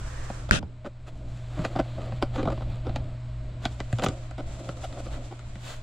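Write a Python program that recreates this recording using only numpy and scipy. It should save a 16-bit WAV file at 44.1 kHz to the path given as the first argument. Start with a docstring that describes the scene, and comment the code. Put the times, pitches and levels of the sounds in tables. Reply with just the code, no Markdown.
"""A moulded rubber liner is pressed and tucked into a car footwell, heard from close by.
Impacts on the trim excite its resonances and those of the floor; stick-slip friction makes it judder,
creak and squeak. An arm brushes along, giving friction noise. The microphone is knocked and scraped
once, which makes the gain duck. A mains hum and a fan drone into the small, heavily damped cabin."""
import sys
import numpy as np
from scipy import signal
from scipy.fft import rfft, irfft
from scipy.io import wavfile
from scipy.ndimage import uniform_filter1d, minimum_filter1d

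SR = 44100
rng = np.random.default_rng(int(sys.argv[2]) if len(sys.argv) > 2 else 0)


def unload_audio(sound):
    """Save the sound as a 16-bit wav file, at the path given as the first command line argument."""
    columns = np.transpose(np.atleast_2d(sound))
    # keep every value between -1 and 1, then stretch to whole-number steps
    steps = np.round(np.clip(columns, -1, 1) * 32767)
    wavfile.write(sys.argv[1], SR, steps.astype(np.int16))


N = 256766
TIME = np.arange(N) / SR

# Noise spectra. Each row: frequency in Hz, relative spectral density in dB.
STILL_AIR_SPECTRUM = [(530, -29), (900, 0.5), (1550, -3), (1740, -5), (2390, -4.5), (2660, -7), (4160, -9),
                      (6060, -21), (7940, -14.5), (9040, -30), (15000, -50)]   # the hiss that remains when the hand rests
AIR_RUMBLE_SPECTRUM = [(15, 12.5), (28, -7), (40, 2.5), (55, 7), (75, -1.5), (110, -4.5), (160, -13),
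                       (220, -15), (300, -17), (420, -28), (640, -21.5), (1000, -38), (2000, -77.5)]   # air rumbling under the hum
SCRAPE_SPECTRUM = [(450, -11), (600, -2), (1000, -16), (1480, 1), (2200, -15.5), (2550, -2.5), (2900, -9.5),
                   (3550, -7), (4300, -15.5), (6200, -15.5), (7600, -19.5), (9000, -21.5), (11500, -42),
                   (15500, -50.5)]   # the scraped microphone housing
CLOTH_SPECTRUM = [(400, -1), (520, 2.5), (700, -5), (1000, 0.5), (1300, 2.5), (1600, -4), (2300, -8),
                  (4500, -14), (5800, -12), (7800, -13.5), (9000, -18), (11000, -33)]   # cloth sweeping past
RUSTLE_SPECTRUM = [(700, 15), (1000, 8.5), (1300, 6), (1800, 1), (2200, 4.5), (3400, 3.5), (4400, 1.5),
                   (5500, -17), (8000, -27), (11000, -25.5), (15500, -29)]   # the sliding arm, middle range
HISS_SPECTRUM = [(3500, -35), (5000, -10.5), (6200, -10.5), (7700, -5.5), (8800, -20), (10000, -17.5),
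                 (11500, -33.5), (15500, -42)]   # the sliding arm, treble
SWIPE_SPECTRUM = [(250, -1.5), (420, 0.5), (700, 4), (1000, -0.5), (1300, 2), (2000, -3.5), (3400, -2),
                  (4300, -5), (5500, -11.5), (7500, -5.5), (8600, -18), (9600, -13.5), (11000, -24.5),
                  (15500, -26.5)]   # skin on textured plastic
# The drone swells as the microphone leans into the footwell. Each row: time in seconds, hum level in dB.
DRONE_LEVELS = [(0.0, -42), (1.45, -37.5), (2.5, -33.5), (3.15, -36.5), (3.7, -39), (5.82, -42.5)]
# Modes of the microphone housing. Each row: frequency in Hz, relative level in dB, t60 in seconds.
HOUSING_MODES = [(1520, 5, .008), (2450, -2, .005), (4500, -12, .003), (7700, -16, .003)]
# Modes of liner and footwell. Each row: frequency in Hz, bandwidth in Hz, gain in dB.
LINER_MODES = [(125, 50, 0.5), (235, 119, 7), (335, 127, 6), (536.7, 70.6, 3.5), (747, 43, -7.5),
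               (1171, 180, -7.5), (1317, 240, -7), (1485, 246, -10.5), (2033, 250, -17.5), (2412, 110, -15),
               (2890, 580, -20), (3970, 560, -21), (4630, 940, -23.5), (6260, 1200, -27.5),
               (7330, 1100, -25), (9900, 1500, -51.5)]
# The hand pushes along the edge. Each row: start and end in seconds, rustle, creak and hiss levels in dB.
HAND_PUSHES = [(-0.1, 0.404, -57.5, -60, -56), (0.974, 1.626, -58.5, -58, -61.5),
               (1.512, 2.168, -52.5, -50, -63.5), (2.24, 2.626, -53, -48.5, -68),
               (2.64, 3.04, -58, -55, -80), (3.58, 3.92, -58, -55, -60), (3.932, 4.189, -54.5, -45.5, -57),
               (4.39, 5.178, -54, -46.5, -56.5), (5.2, 5.76, -64.5, -58.5, -63)]
# Skin swipes over plastic. Each row: middle and half-length in seconds, level in dB,
# tilt in dB per octave (a faster swipe is brighter).
SKIN_SWIPES = [(0.494, 0.0033, -32, -4.5), (0.868, 0.0078, -42, -2.5), (1.083, 0.011, -40, -2.5),
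               (1.56, 0.048, -49.5, -3), (1.654, 0.0092, -29, -5), (2.361, 0.017, -37.5, -4),
               (3.648, 0.018, -41.5, -2.5), (4.043, 0.0065, -32.5, 2.5), (5.142, 0.024, -43, -2.5),
               (5.694, 0.049, -41.5, 0)]
# The liner seats against the floor. Each row: time in seconds, level in dB, pitch in Hz, t60 in seconds.
FLOOR_THUDS = [(0.637, -20.5, 83.5, .12), (1.593, -18.5, 165, 0.1), (2.137, -24, 125, .07),
               (2.466, -17, 129, .066), (2.889, -23.5, 115, 0.11), (3.933, -15.5, 115, 0.14),
               (4.088, -13.5, 116, 0.045), (5.557, -32, 194, 0.047)]
# Rubber judders over carpet. Each row: start and end in seconds, level in dB, panel pitch in Hz.
CARPET_SCUFFS = [(0.849, 0.876, -31.5, 565), (1.559, 1.63, -37.5, 610), (1.75, 1.785, -33, 720),
                 (1.784, 1.814, -25.5, 667), (1.961, 2.113, -44, 670), (2.376, 2.42, -29, 505),
                 (2.444, 2.47, -39, 640), (2.511, 2.539, -33, 643), (2.846, 2.909, -42, 540),
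                 (4.013, 4.051, -31, 700), (4.072, 4.112, -36.5, 333), (4.376, 4.409, -36, 605),
                 (4.963, 4.994, -43, 674), (5.302, 5.341, -42.5, 770)]
# The liner strikes trim or floor. Each row: time in seconds, knock level in dB, panel pitch in Hz,
# treble tilt in dB per octave (near 0 for a hard edge).
LINER_TAPS = [(0.301, -29, 810, -6.5), (0.628, -27.5, 800, -7.5), (0.846, -30, 660, -7),
              (0.859, -26, 592, -10), (1.649, -25, 665, -1.5), (1.761, -23, 760, -7.5),
              (1.792, -22, 664, -6.5), (1.981, -34, 653, -13.5), (2.122, -33.5, 810, -5),
              (2.225, -17, 563, -4.5), (2.359, -29.5, 490, -3.5), (2.429, -23, 528, -8),
              (2.455, -27.5, 735, -6), (2.474, -21, 673, -8.5), (2.484, -27, 557, -6.5),
              (2.502, -28.5, 542, -6), (2.577, -37, 550, -5), (2.608, -38.5, 530, -5.5),
              (2.621, -36, 522, -6.5), (2.869, -24.5, 515, -9), (2.894, -34, 700, -4.5),
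              (2.96, -27, 817, -2.5), (3.654, -23, 690, -0.5), (3.803, -28, 694, -2.5),
              (3.928, -32, 740, -1), (3.986, -31, 667, -2), (3.995, -29.5, 507, -2),
              (4.022, -24.5, 516, -4), (4.037, -24.5, 710, -1), (4.042, -22.5, 695, -7.5),
              (4.062, -20.5, 598, -2), (4.086, -41.5, 640, 3), (4.31, -41, 705, -1.5),
              (4.381, -37, 740, -3), (4.69, -29, 581, -4), (4.926, -42, 537, -1), (5.065, -36, 500, -5.5),
              (5.393, -47, 589, 0), (5.555, -46, 770, 0.5)]


def from_db(db):
    """Decibels to amplitude ratio."""
    return 10 ** (np.asarray(db) / 20)


def unit_rms(x):
    """Normalisation to unit power."""
    return x / np.sqrt(np.mean(x ** 2) + 1e-20)


def at_peak(x, db):
    """Normalisation of the loudest 5 ms to a given RMS level."""
    return from_db(db) * x / np.sqrt(uniform_filter1d(x * x, size=220).max())


def add(out, start_s, sound):
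    """Superposition of a sound from a given time on."""
    at = int(start_s * SR)
    out[..., at:at + sound.shape[-1]] += sound[..., :N - at]


def band(x, low_hz, high_hz, order=2):
    """Causal Butterworth band-pass."""
    sos = signal.butter(order, [low_hz, min(high_hz, .45 * SR)], "band", fs=SR, output="sos")
    return signal.sosfilt(sos, x)


def resonate(x, hz, width_hz):
    """A damped resonator with unit gain at its peak."""
    r = np.exp(-np.pi * width_hz / SR)
    feedback = [1, -2 * r * np.cos(2 * np.pi * hz / SR), r * r]
    return signal.lfilter(np.array([1, 0, -1]) * (1 - r * r) / 2, feedback, x + 1e-18)


def colour(x, spectrum):
    """Spectral shaping to unit power, falling 12 dB per octave beyond the table's ends."""
    hz, db = np.transpose(spectrum)
    bins = np.maximum(np.fft.rfftfreq(N, 1 / SR), 1)
    gain = from_db(np.interp(np.log(bins), np.log(hz), db))
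    skirts = np.minimum(1, np.minimum(bins / hz[0], hz[-1] / bins)) ** 2
    return unit_rms(irfft(rfft(x) * gain * skirts, N))


def drift(per_s):
    """Random modulation: straight lines between Gaussian values."""
    knots = rng.standard_normal(4000)
    return np.interp(TIME * per_s, np.arange(len(knots)), knots)


def grains(per_s, spread_db):
    """Shot noise: tiny slips of random time, sign and size."""
    impulses = (rng.random(N) < per_s / SR) * rng.choice([-1, 1], N)
    return impulses * from_db(spread_db * np.minimum(rng.exponential(1, N), 4))


def stereo_noise(side_db):
    """Partly coherent white noise: the weaker the side signal, the more alike the two ears."""
    mid, side = rng.standard_normal((2, N))
    return mid + from_db(side_db) * side * [[1], [-1]]


def swell(start, end, attack_s, release_s):
    """A trapezoidal envelope: it rises from the start, holds until the end, then fades."""
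    return np.clip((TIME - start) / attack_s, 0, 1) * np.clip(1 - (TIME - end) / release_s, 0, 1)


def still_air(db=-55):
    """Stationary noise: a faint, even hiss under everything."""
    return from_db(db) * colour(stereo_noise(side_db=0), STILL_AIR_SPECTRUM)


def drone(hum_hz=119.5, fan_hz=52.9, duct_hz=623.4, sway_db=3):
    """Tones in noise: mains hum, the narrow-band fan throb and duct resonance, and rumbling air."""
    level_db = np.interp(TIME, *np.transpose(DRONE_LEVELS))
    hum = unit_rms(np.sin(2 * np.pi * np.cumsum(hum_hz + .29 * drift(2.8)) / SR))
    duct = unit_rms(resonate(resonate(stereo_noise(side_db=-7), duct_hz, 32), duct_hz, 32))
    fan = unit_rms(resonate(resonate(stereo_noise(side_db=-24.5), fan_hz, 9), fan_hz, 9))
    air = colour(stereo_noise(side_db=-22), AIR_RUMBLE_SPECTRUM) * from_db(sway_db * drift(10))
    return from_db(level_db) * (hum + from_db(-19) * duct + from_db(-9.5) * fan + from_db(1.5) * air)


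def cabin(x, near_db=-15, near_t60=.1, far_db=-12, far_t60=.14):
    """Reflection and absorption: near walls answer alike at both ears; seats soon damp wider echoes."""
    t = np.arange(SR // 5) / SR
    near = rng.standard_normal(len(t)) * from_db(-60 * t / near_t60)
    far = rng.standard_normal((2, len(t))) * from_db(-60 * t / far_t60)
    echoes = from_db(near_db) * near / np.linalg.norm(near)
    echoes = echoes + from_db(far_db) * far / np.linalg.norm(far[0])
    return x + signal.fftconvolve(x, band(echoes, 800, 14000, order=1), axes=1)[:, :N]


def microphone_knock(start_s=.5104, port_lag_s=.00009, crack_t60=.0059, thump_hz=105, thump_t60=.036):
    """Structure-borne sound: a knock rings the housing, reaches each port in turn and thumps the left."""
    out, t = np.zeros((2, N)), np.arange(SR // 20) / SR
    knock = sum((-1) ** k * from_db(1 + db - 60 * t / t60) * np.sin(2 * np.pi * hz * t)
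                for k, (hz, db, t60) in enumerate(HOUSING_MODES))
    burst = rng.standard_normal(len(t)) * from_db(-60 * t / crack_t60)
    crack = at_peak(band(burst, 1900, 7300, order=3), db=-17)
    thump = from_db(-3.5 - 60 * t / thump_t60) * np.sin(2 * np.pi * thump_hz * t)
    add(out[0], start_s, knock + crack)
    add(out[1], start_s + port_lag_s, crack - knock)   # rocking pushes one port and pulls the other
    add(out[0], start_s + .0023, thump)
    return out


def microphone_drag(start_s=.513, end_s=.5816, db=-17, sag_db_per_s=100, rumble_t60=.47):
    """Friction on the housing: a short scrape swells, sags and stops while a rumble dies away."""
    elapsed = np.maximum(TIME - start_s, 0)
    friction = stereo_noise(side_db=3) * from_db(2 * drift(400))
    scrape = colour(friction, SCRAPE_SPECTRUM) * from_db([[1.5], [-1.5]])
    rumble = unit_rms(band(stereo_noise(side_db=-1), 18, 200)) * from_db([[-2], [2]])
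    envelope = swell(start_s, end_s, attack_s=.018, release_s=.017)
    scrape_gain = from_db(db - sag_db_per_s * elapsed) * envelope
    rumble_gain = (elapsed > 0) * from_db(db - 60 * elapsed / rumble_t60)
    return scrape_gain * scrape + rumble_gain * rumble


def cloth_brush(middle_s=.2, half_s=.31, db=-45, slow_hz=1260, fast_hz=1780, ring_width_hz=520):
    """Friction of a periodic weave: passing cloth rings faintly, louder and higher with speed."""
    speed = np.maximum(1 - ((TIME - middle_s) / half_s) ** 2, 0)
    phase = 2 * np.pi * np.cumsum(slow_hz + (fast_hz - slow_hz) * speed ** 2) / SR
    ring = unit_rms(drift(ring_width_hz) * np.cos(phase) + drift(ring_width_hz) * np.sin(phase))
    cloth = colour(stereo_noise(side_db=1.5), CLOTH_SPECTRUM) * from_db([[-3], [1]])
    return from_db(db) * speed ** .91 * (from_db(-8) * ring + cloth)


def push_gains():
    """Amplitude envelopes of rustle, creak and hiss; every push builds and lets go in the same way."""
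    return sum(from_db(levels_db)[:, None] * swell(start, end, attack_s=.11, release_s=.16)
               for start, end, *levels_db in HAND_PUSHES)


def sliding_arm():
    """Roughness noise: the arm's tiny slips over trim and rubber merge into rustle and hiss."""
    rustle_gain, _, hiss_gain = push_gains()
    grit = unit_rms(grains(2500, spread_db=3))
    pressure = from_db(2.8 * drift(40))
    rustle = colour((stereo_noise(side_db=-6.5) + from_db(-5.5) * grit) * pressure, RUSTLE_SPECTRUM)
    hiss = colour((stereo_noise(side_db=6.5) + from_db(-6) * grit) * pressure, HISS_SPECTRUM)
    return rustle_gain * rustle + hiss_gain * hiss


def skin_swipes():
    """Sliding friction of skin on textured plastic: each swipe is noise under a Gaussian envelope."""
    out = np.zeros((2, N))
    friction = stereo_noise(side_db=-1) + from_db(-3) * unit_rms(grains(3000, spread_db=3.5))
    for middle_s, half_s, db, tilt_db in SKIN_SWIPES:
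        spectrum = [(hz, level + tilt_db * np.log2(hz / 1000)) for hz, level in SWIPE_SPECTRUM]
        envelope = np.exp(-.5 * ((TIME - middle_s) / half_s) ** 2)
        out += from_db(db) * envelope * colour(friction, spectrum)
    return out


def liner_modes(force, vary_db):
    """Modal superposition: each contact point excites the resonances a little differently."""
    return sum((-1) ** k * from_db(db + vary_db * rng.normal()) * resonate(force, hz, width_hz)
               for k, (hz, width_hz, db) in enumerate(LINER_MODES))


def liner(force, panel_hz):
    """Forced response of the modes and of the free panel, whose pitch depends on the hand's grip."""
    return liner_modes(force, vary_db=2) + from_db(4) * resonate(force, panel_hz, width_hz=76)


def crackle(db_re_rustle=-6):
    """Sparse stick-slip: the sliding rubber catches and lets go with tiny ticks."""
    rustle_gain, _, _ = push_gains()
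    ticks = band(liner_modes(grains(45, spread_db=3), vary_db=1), 800, 9000, order=1)
    return rustle_gain * from_db(db_re_rustle) * unit_rms(ticks)


def creaks():
    """Dense stick-slip: the rubber creeps faintly under the pushing fingers."""
    _, creak_gain, _ = push_gains()
    force = grains(1500, spread_db=2.5) * from_db(4.9 * drift(25))
    return creak_gain * unit_rms(band(liner(force, panel_hz=698), 230, 1000, order=1))


def squeak(start_s=4.83, length_s=.03, db=-33, start_hz=830, sag_hz_per_s=7000, jitter=.22):
    """Relaxation oscillation: fast slips on the trim fuse into a rough note, falling as grip lets go."""
    out, t = np.zeros(N), np.arange(int(length_s * SR)) / SR
    slip_hz = (start_hz - sag_hz_per_s * t) * (1 + jitter * drift(900)[:len(t)])
    slips = np.diff(np.floor(np.cumsum(slip_hz) / SR), prepend=0)   # one impulse a cycle
    force = slips * np.sin(np.pi * t / length_s)
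    add(out, start_s, at_peak(band(liner(force, panel_hz=678), 920, 5700, order=1), db))
    return out


def scuffs(slips_per_s=310, jitter=.23, uneven_db=3.5):
    """Stick-slip on carpet: a short, uneven pulse train makes the liner judder."""
    out = np.zeros(N)
    for start, end, db, panel_hz in CARPET_SCUFFS:
        length = max(int((end - start) * SR), SR // 100)
        gap_scatter, size_scatter = rng.standard_normal((2, 80))
        slip_at = (np.cumsum(np.exp(jitter * gap_scatter)) * SR / slips_per_s).astype(int)
        inside = slip_at < length
        arch = np.sqrt(np.sin(np.pi * slip_at[inside] / length))
        force = np.zeros(length + SR // 10)
        force[slip_at[inside]] = from_db(uneven_db * size_scatter[inside]) * arch
        judder = band(liner(force, panel_hz), 300, 2400, order=1)
        add(out, start, from_db(db) * judder * np.sqrt(length / np.sum(judder ** 2)))
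    return out


def floor_thuds(rise_s=.00056):
    """Damped free vibration: the floor pan gives a few low swings as the liner seats."""
    out, t = np.zeros(N), np.arange(SR // 4) / SR
    for start_s, db, hz, t60 in FLOOR_THUDS:
        envelope = from_db(db - 60 * t / t60) * (1 - np.exp(-t / rise_s))
        add(out, start_s, envelope * np.sin(2 * np.pi * hz * t))
    return out


def contact(t, crush_db, t60):
    """Impact force: the edge grazes, lands as an impulse at t = 0, then crunches away."""
    envelope_db = np.where(t < 0, -11 + 20 * t / .014, -60 * t / t60)
    return (t == 0) + from_db(crush_db + envelope_db) * rng.standard_normal(len(t))


def taps(lead_s=.01, snap_octaves=2.06, click_octaves=3.7):
    """Impact excitation: the push's weight thumps, the panel knocks, a harder edge snaps and clicks."""
    out, t = np.zeros(N), np.arange(-int(lead_s * SR), SR // 5) / SR
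    for time_s, db, panel_hz, tilt_db in LINER_TAPS:
        blow = liner(contact(t, crush_db=-24, t60=.041), panel_hz)
        grit = liner_modes(contact(t, crush_db=-24.5, t60=.04), vary_db=3.5)
        thump = at_peak(band(blow, 60, 313), db - 1.5)
        knock = at_peak(band(blow, 398, 1036), db)
        snap = at_peak(band(blow, 1410, 4760, order=3), db - 1.5 + tilt_db * snap_octaves)
        click = at_peak(band(grit, 3130, 10700, order=3), db - 8.5 + tilt_db * click_octaves)
        add(out, time_s - lead_s, thump + knock + snap + click)
    return out


def gain_control(x, limit_db=-7, max_cut_db=6, attack_s=.033, hold_s=.61, release_db_per_s=26):
    """Compression: a peak over the limit turns the gain down; it holds, then recovers."""
    peak_db = 20 * np.log10(np.abs(x).max(axis=0) + 1e-9)
    over_db = np.clip(peak_db - limit_db, 0, max_cut_db)
    hold = int(hold_s * SR)
    held_db = -minimum_filter1d(-over_db, size=hold, origin=(hold - 1) // 2, mode="constant")
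    recovery_db = release_db_per_s * TIME
    cut_db = np.maximum.accumulate(held_db + recovery_db) - recovery_db
    pole = np.exp(-1 / (attack_s * SR))
    return x * from_db(-signal.lfilter([1 - pole], [1, -pole], cut_db))


def scene():
    """Superposition: liner and arm in the cabin, plus thuds, cloth, microphone noise and background."""
    handling = taps() + scuffs() + creaks() + squeak() + crackle() + sliding_arm() + skin_swipes()
    foreground = cabin(handling) + floor_thuds() + cloth_brush() + microphone_knock() + microphone_drag()
    return foreground + drone() + still_air()


def record(dry):
    """Mid-side scaling narrows and reopens the image; gain control, saturation and a low-pass follow."""
    closes_s, close_db_per_s, opens_s, opening_length_s = .56, 39, 3.08, 1.02
    side_db, ceiling, cutoff_hz = -2.1, .92, 15750
    closing = from_db(-close_db_per_s * np.maximum(TIME - closes_s, 0))
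    opening = np.clip((TIME - opens_s) / opening_length_s, .01, 1)
    width = from_db(side_db) * np.maximum(closing, opening)
    mid = dry.mean(axis=0)
    ducked = gain_control(mid + width * (dry - mid))
    saturated = ceiling * np.tanh(ducked / ceiling)
    return signal.sosfilt(signal.ellip(14, .1, 90, cutoff_hz, fs=SR, output="sos"), saturated)


dry = scene()
out = record(dry)
unload_audio(out)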